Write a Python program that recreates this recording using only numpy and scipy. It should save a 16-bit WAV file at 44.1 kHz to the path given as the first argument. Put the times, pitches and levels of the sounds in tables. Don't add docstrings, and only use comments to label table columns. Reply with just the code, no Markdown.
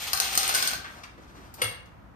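import sys
import numpy as np
from scipy import signal
from scipy.fft import rfft, irfft, next_fast_len
from scipy.io import wavfile
from scipy.ndimage import map_coordinates

SR = 44100
rng = np.random.default_rng(int(sys.argv[2]) if len(sys.argv) > 2 else 0)


def file_out(sig):
    cols = np.atleast_2d(sig).T
    lim = np.clip(cols, -1, 1)
    pcm = np.round(lim * 32767).astype(np.int16)
    wavfile.write(sys.argv[1], SR, pcm)


def to_linear_factor(level_db):
    exponent = np.asarray(level_db, float) / 20
    return 10 ** exponent


N = 94903

# pitch_hz, relative density_db
AIR_TONE = [(15, -22), (25, -7.5), (74, -2), (145, -8), (229, -8.5), (451, -19.5), (607, -16.5),
            (1260, -17), (3920, -40), (13600, -52), (16000, -48)]
# pitch_hz, correlation (-1 to 1)
PORT_LIKENESS = [(40, 0), (125, 1), (250, 0.4), (600, 0.0052), (1500, 0), (15000, 0.086)]
AIR_DB, HUM_DB, HUM_HZ = -53.5, -58, 60

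# start_s, level_db
RUMBLE_SWELL = [(.25, -76), (.37, -54), (.45, -65), (.56, -53.5), (.72, -59), (.85, -56), (1.12, -76),
                (1.19, -60), (1.3, -69), (1.39, -54.5), (1.46, -57), (1.52, -70), (1.61, -64),
                (1.645, -53.5), (1.75, -64)]
# pitch_hz, relative density_db
RUMBLE_TONE = [(60, -27), (120, -5.5), (200, 0.5), (330, -4), (450, -10.5), (800, -42.5)]

# pitch_hz, t60_s
ROOM_DECAY = [(200, 0.56), (1500, 0.55), (4000, 0.43), (12000, 0.26)]
ROOM_DB, NEAR_DB, NEAR_T60_S, NEAR_DELAY_S = -2, -9, 0.025, 0.003

# start_s, level_db before the random wavering
SWISH_SWELL = [(.9, -59), (1.1, -72), (1.16, -73.5), (1.22, -65.5), (1.33, -66), (1.39, -57.5),
               (1.47, -64.5), (1.52, -71.5), (1.6, -61), (1.65, -48.5)]
# pitch_hz, relative density_db
SWISH_TONE = [(120, -22), (250, 2), (1100, -2), (3000, -14), (6900, -20), (13300, -29), (16000, -51)]

# start_s, relative level_db, tilt_db_per_octave, t60_s, lowest_hz
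TAPS = [(.842, -31.5, -17.5, 0.14, 1350), (1.033, -28.5, -13.5, 0.054, 1400),
        (1.176, -40, -10.5, 0.14, 300), (1.539, -30, 3, 0.046, 1500), (1.855, -53.5, -10, 0.076, 3000)]
TAP_RISE_S = 0.0025

# start_s, relative level_db
KNOCKS = [(1.617, -14), (1.644, -28.5), (1.658, -31), (1.681, -34)]
# pitch_hz, relative level_db, t60_s
FRAME_MODES = [(492, -2.5, 0.061), (520.5, -2.5, 0.073), (1085, -6, 0.06), (1330, -2, 0.04),
               (1674, -1.5, 0.07), (2187, 4.5, 0.048), (2790, 2.5, 0.1), (3390, 10, 0.023), (3890, 1, 0.06),
               (4430, -2, 0.066), (4840, -11.5, 0.076), (6070, -5, 0.045), (8770, 0.5, 0.14),
               (9200, -20, 0.091), (11700, -3, 0.076)]
# pitch_hz, relative density_db
STRIKE_TONE = [(80, -47), (350, -24), (509, -15), (868, -9), (2210, -1.5), (2480, -7), (7540, -17),
               (12300, -12), (15400, -39), (16500, -50)]
# pitch_hz, phase_rad per unit of wobble
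BLUR_DEPTH = [(500, .1), (2500, 1.1), (9000, 1.2)]
FRAME_DB, BLUR_KNOTS_PER_S = -17.5, 226
STRIKE_DB, STRIKE_T60_S = -3.5, 0.011
SHIVER_DB, SHIVER_T60_S = -21, 0.14
THUMP_HZ, THUMP_DB, THUMP_RISE_S, THUMP_T60_S = 109.5, -23, 0.02, 0.3

# start_s, relative level_db, low_body_db, treble_db, bottom_rail_db
CLACKS = [(.1322, -5.5, 1.5, -10, -15), (.149, -24, -4.5, 9, -12), (.1665, -25.5, 1, 0, -16.5),
          (.1745, -12.5, -3.5, -5, -38), (.2005, -8, 0.5, -1, -15.5), (.3316, -22.5, -2.5, 4.5, -25.5),
          (.352, -16.5, 2.5, 8, -26), (.3755, -5, -1, 3, -24.5), (.406, -22, 7, -8, -22.5),
          (.431, -14, -8, -1, -15.5), (.478, -15.5, -7, 7.5, -26), (.4925, -16, 9, 6, -6.5),
          (.526, -21, 8.5, -6.5, -16), (.5405, -17, 7, 0.5, -4.5), (.548, -11, -6.5, 5.5, -9),
          (.5535, -12.5, -4.5, 1.5, -11.5), (.566, -18.5, -4.5, 2, -9), (.5765, -19.5, 1, 4.5, -18),
          (.6255, -11, -3.5, 2, -9.5), (.656, -31.5, 4, -14.5, -14), (0.6748, -10.5, -5, 3.5, -14),
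          (.705, -27.5, 9.5, -3, 1), (.733, -18.5, 6.5, -8, -7)]
# pitch_hz, relative level_db, t60_s
SLAT_MODES = [(778, -15.5, 0.013), (1263, -8, 0.0085), (2730, -10.5, 0.0039), (4305, -12, 0.016),
              (4535, -4, 0.0061), (4962, -0.5, 0.0051), (6455, -5, 0.0071), (8506, -13.5, 0.016),
              (9174, 1.5, 0.0041), (11000, -8.5, 0.005), (14300, -12, 0.01)]
CLACK_DB, CONTACT_S, BOUNCE_S, BOUNCE_DB = -2.5, 0.00048, 0.0026, -9
CRACK_DB, CRACK_T60_S, CRACK_LOW_HZ = -1, 0.0063, 1210
BOTTOM_RAIL_HZ, BOTTOM_RAIL_T60_S, BOTTOM_RAIL_DB = 1530, 0.05, -4
RATTLES_PER_S, RATTLE_DB, RATTLE_SPREAD_DB = 100, -4.5, 2.5

# start_s, relative level_db
EFFORT = [(0, -39.5), (.1, -39), (.16, -43), (.25, -34), (.34, -35), (.44, -35.5), (.54, -32.5),
          (.64, -34.5), (.71, -37), (.76, -39), (.81, -71), (.9, -60), (1.0, -84)]
# pitch_hz, width_hz, relative level_db
HEADRAIL = [(800, 39, 6.5), (1620, 40, -2.5), (2750, 60, -18.5), (4310, 41, 15), (5050, 50, -19),
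            (6070, 80, 13.5), (8720, 120, -1), (14200, 200, -1)]
# pitch_hz, relative density_db
RASP_TONE = [(120, -38), (200, -16), (459, -1.5), (1520, 3), (1730, 4), (2700, 7), (9460, -1), (10600, -8),
             (14200, 0.5), (15600, -20), (16500, -46)]
RASP_DB, HEADRAIL_DB, SLIPS_PER_S = -5, -9.5, 9000
SLIP_SPREAD_DB = 0
FAR_END_DB = -3.5

# pitch_hz, level_db
BALANCE = [(60, 4.5), (110, -3.5), (200, -3), (380, 1), (700, 1.5), (1290, 4.5), (2380, -2), (4400, 5.5),
           (8120, 2.5), (15000, -6.5)]
FULL_LAG_S = 0.0004326
# pitch_hz, level_db
MIC_TONE = [(20, -19.5), (45, 2), (6900, 3.5), (7600, -3), (8300, 5.5), (9700, 2), (10600, -4),
            (11600, 6.5), (14800, 3.5), (16000, -27.5)]
NARROW_HZ, TOP_HZ = 12010, 16500


def unit(x):
    return x / np.sqrt(np.mean(x ** 2) + 1e-20)


def along(points, hz):
    f, v = np.transpose(points)
    return np.interp(np.log(hz + 1), np.log(f + 1), v)


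def level(rows):
    s, db = np.transpose(rows)
    return to_linear_factor(np.interp(np.arange(N) / SR, s, db, left=-150, right=-150))


def wobble(rate, n=N):
    knots = rng.standard_normal(int(n * rate / SR) + 4)
    return map_coordinates(knots, [np.arange(n) * rate / SR])


def filtered(x, response):
    n = x.shape[-1]
    m = next_fast_len(n + 8192)
    return irfft(rfft(x, m) * response(np.fft.rfftfreq(m, 1 / SR)), m)[..., :n]


def noise_like(tone, n=N):
    return unit(filtered(rng.standard_normal(n), tone))


def add(out, s, sound):
    part = out[max(round(s * SR), 0):][:len(sound)]
    part += sound[:len(part)]


def air():
    def spread(hz):
        turn = np.arccos(np.clip(along(PORT_LIKENESS, hz), -1, 1)) / 2
        return to_linear_factor(along(AIR_TONE, hz)) * [np.cos(turn), np.sin(turn)]

    mid, side = filtered(rng.standard_normal((2, N)), spread)
    hum_gain = to_linear_factor(HUM_DB + 1.6 * wobble(11))
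    hum = hum_gain * np.sin(2 * np.pi * HUM_HZ * np.arange(N) / SR + 0.66 * wobble(15))
    drift_db = 0.9 * wobble(5)
    return to_linear_factor(AIR_DB + drift_db) * unit(np.array([mid + side, mid - side])) + hum


def rumble():
    shared, apart = filtered(rng.standard_normal((2, N)), lambda f: to_linear_factor(along(RUMBLE_TONE, f)))
    pair = shared + 0.31 * np.array([[1], [-1]]) * apart
    return level(RUMBLE_SWELL) * to_linear_factor(2.5 * wobble(25)) * unit(pair)


def room(x):
    out, step = np.zeros((2, N)), SR // 4
    for i in range(0, N, step):
        hz, frames_s, bands = signal.stft(rng.standard_normal((2, SR * 3 // 4)), SR, nperseg=256)
        decay = to_linear_factor(-60 * frames_s / along(ROOM_DECAY, hz)[:, None])
        tail = signal.istft(bands * decay, SR, nperseg=256)[1]
        t = np.arange(tail.shape[1]) / SR
        near = rng.standard_normal(tail.shape) * to_linear_factor(-60 * t / NEAR_T60_S)
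        near = np.roll(near, round(NEAR_DELAY_S * SR), axis=1)
        echo = to_linear_factor(ROOM_DB) * tail / np.linalg.norm(tail[0])
        echo = echo + to_linear_factor(NEAR_DB) * near / np.linalg.norm(near[0])
        late = np.pad(x[i:i + step], (60, 0))
        wet = signal.fftconvolve(late[None], echo, axes=1)[:, :N - i]
        out[:, i:i + wet.shape[1]] += wet
    return out


def swish():
    noise = noise_like(lambda f: to_linear_factor(along(SWISH_TONE, f)) / (1 + (500 / (f + 1)) ** 2))
    return level(SWISH_SWELL) * to_linear_factor(4 + 3.5 * wobble(30.79)) * noise


def taps():
    out, t = np.zeros(N), np.arange(SR // 4) / SR
    for s, db, tilt, t60, low_hz in TAPS:
        tone = lambda f: to_linear_factor(tilt * np.log2(f / low_hz + 1)) / (1 + (low_hz / (f + 1)) ** 4)
        puff = noise_like(tone, len(t))
        add(out, s, to_linear_factor(db - 6.5 - 60 * t / t60) * (1 - np.exp(-t / TAP_RISE_S)) * puff)
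    return out


def knock():
    out, t = np.zeros(N), np.arange(SR // 2) / SR

    def blurred(hz):
        depth = along(BLUR_DEPTH, hz)
        flutter = to_linear_factor(4.2 * depth * wobble(BLUR_KNOTS_PER_S, len(t)))
        return flutter * np.sin(2 * np.pi * hz * t + depth * wobble(BLUR_KNOTS_PER_S, len(t)))

    strike = to_linear_factor(STRIKE_DB - 60 * t / STRIKE_T60_S)
    shiver = to_linear_factor(SHIVER_DB - 60 * t / SHIVER_T60_S)
    boom = to_linear_factor(THUMP_DB - 60 * t / THUMP_T60_S) * (1 - np.exp(-(t / THUMP_RISE_S) ** 2))
    thump = boom * np.sin(2 * np.pi * THUMP_HZ * t)
    onset = 1 - np.exp(-t / 0.00091)
    for s, db in KNOCKS:
        ring = sum(to_linear_factor(mode_db - 60 * t / t60) * blurred(hz) for hz, mode_db, t60 in FRAME_MODES)
        crack = noise_like(lambda f: to_linear_factor(along(STRIKE_TONE, f)), len(t)) * (strike + shiver)
        add(out, s, onset * to_linear_factor(db) * (to_linear_factor(FRAME_DB) * ring + crack + thump))
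    return out


def clack(low_db, treble_db):
    t = np.arange(SR // 8) / SR
    hz, db, t60 = np.transpose(SLAT_MODES)[..., None]
    colour = along([(1600, low_db), (3000, 0), (6000, 0), (8000, treble_db)], hz)

    def hit():
        mode_db = db + colour + rng.normal(0, 1.2, hz.shape)
        detune = rng.normal(1, 0.0079, hz.shape)
        ring = (to_linear_factor(mode_db - 60 * t / t60) * np.sin(2 * np.pi * hz * t * detune)).sum(0)
        hiss = filtered(rng.standard_normal(len(t)), lambda f: 1 / (1 + (CRACK_LOW_HZ / (f + 1)) ** 2))
        crack = to_linear_factor(CRACK_DB - 60 * t / CRACK_T60_S) * hiss
        return (ring + crack) * (1 - np.exp(-(t / CONTACT_S) ** 2))

    sound = hit()
    add(sound, BOUNCE_S, to_linear_factor(BOUNCE_DB) * hit())
    return sound


def bottom_rail():
    t = np.arange(SR // 4) / SR
    tone = np.sin(2 * np.pi * BOTTOM_RAIL_HZ * t + 1.3 * wobble(60, len(t)))
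    return to_linear_factor(BOTTOM_RAIL_DB - 60 * t / BOTTOM_RAIL_T60_S) * tone * (1 - np.exp(-t / 0.0014))


def slats():
    out, effort = np.zeros(N), level(EFFORT)
    for s, db, low_db, treble_db, rail_db in CLACKS:
        add(out, s, to_linear_factor(db + CLACK_DB) * clack(low_db, treble_db))
        add(out, s, to_linear_factor(db + rail_db) * bottom_rail())
    for i in np.flatnonzero(rng.random(N) < RATTLES_PER_S / SR * (effort > 1e-6)):
        gain = effort[i] * to_linear_factor(RATTLE_DB + rng.normal(0, RATTLE_SPREAD_DB))
        add(out, i / SR, gain * clack(*rng.normal(0, 3.5, 2)))
    return out


def cord():
    slips = (rng.random(N) < SLIPS_PER_S / SR) * rng.standard_normal(N)
    slips = slips * to_linear_factor(SLIP_SPREAD_DB * rng.standard_normal(N))

    def headrail(f):
        return sum((-1) ** k * to_linear_factor(db) * 1j * f * width / (hz * hz - f * f + 1j * f * width)
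                   for k, (hz, width, db) in enumerate(HEADRAIL))

    broad = unit(filtered(slips, lambda f: to_linear_factor(along(RASP_TONE, f))))
    ringing = to_linear_factor(HEADRAIL_DB) * unit(filtered(slips, headrail))
    return level(EFFORT) * to_linear_factor(RASP_DB + 3.68 * wobble(38.2)) * (broad + ringing)


def at_ports(x, way):
    side = np.array([[1], [-1]])

    def response(f):
        lag = FULL_LAG_S / 2 * (1 - way * side) / (1 + (600 / (f + 1)) ** 2)
        return to_linear_factor(side * along(BALANCE, f) / 2) * np.exp(-2j * np.pi * f * lag)

    return filtered(x, response)


def scene():
    blind = cord() + slats() + taps() + swish() + knock()
    far = to_linear_factor(FAR_END_DB) * cord()
    return at_ports(blind + room(blind + far), 0.9106) + at_ports(far, 0) + air() + rumble()


def low_pass(x):
    return signal.sosfilt(signal.butter(12, 16610, fs=SR, output="sos"), x)


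def record(dry):
    top_difference = filtered(dry[0] - dry[1], lambda hz: 0.85 / (1 + (NARROW_HZ / (hz + 1)) ** 40))
    narrowed = np.array([dry[0], dry[1] + top_difference])
    mix = filtered(narrowed, lambda hz: to_linear_factor(along(MIC_TONE, hz)) * (hz < TOP_HZ))
    return low_pass(mix)


dry = scene()
out = record(dry)
file_out(out)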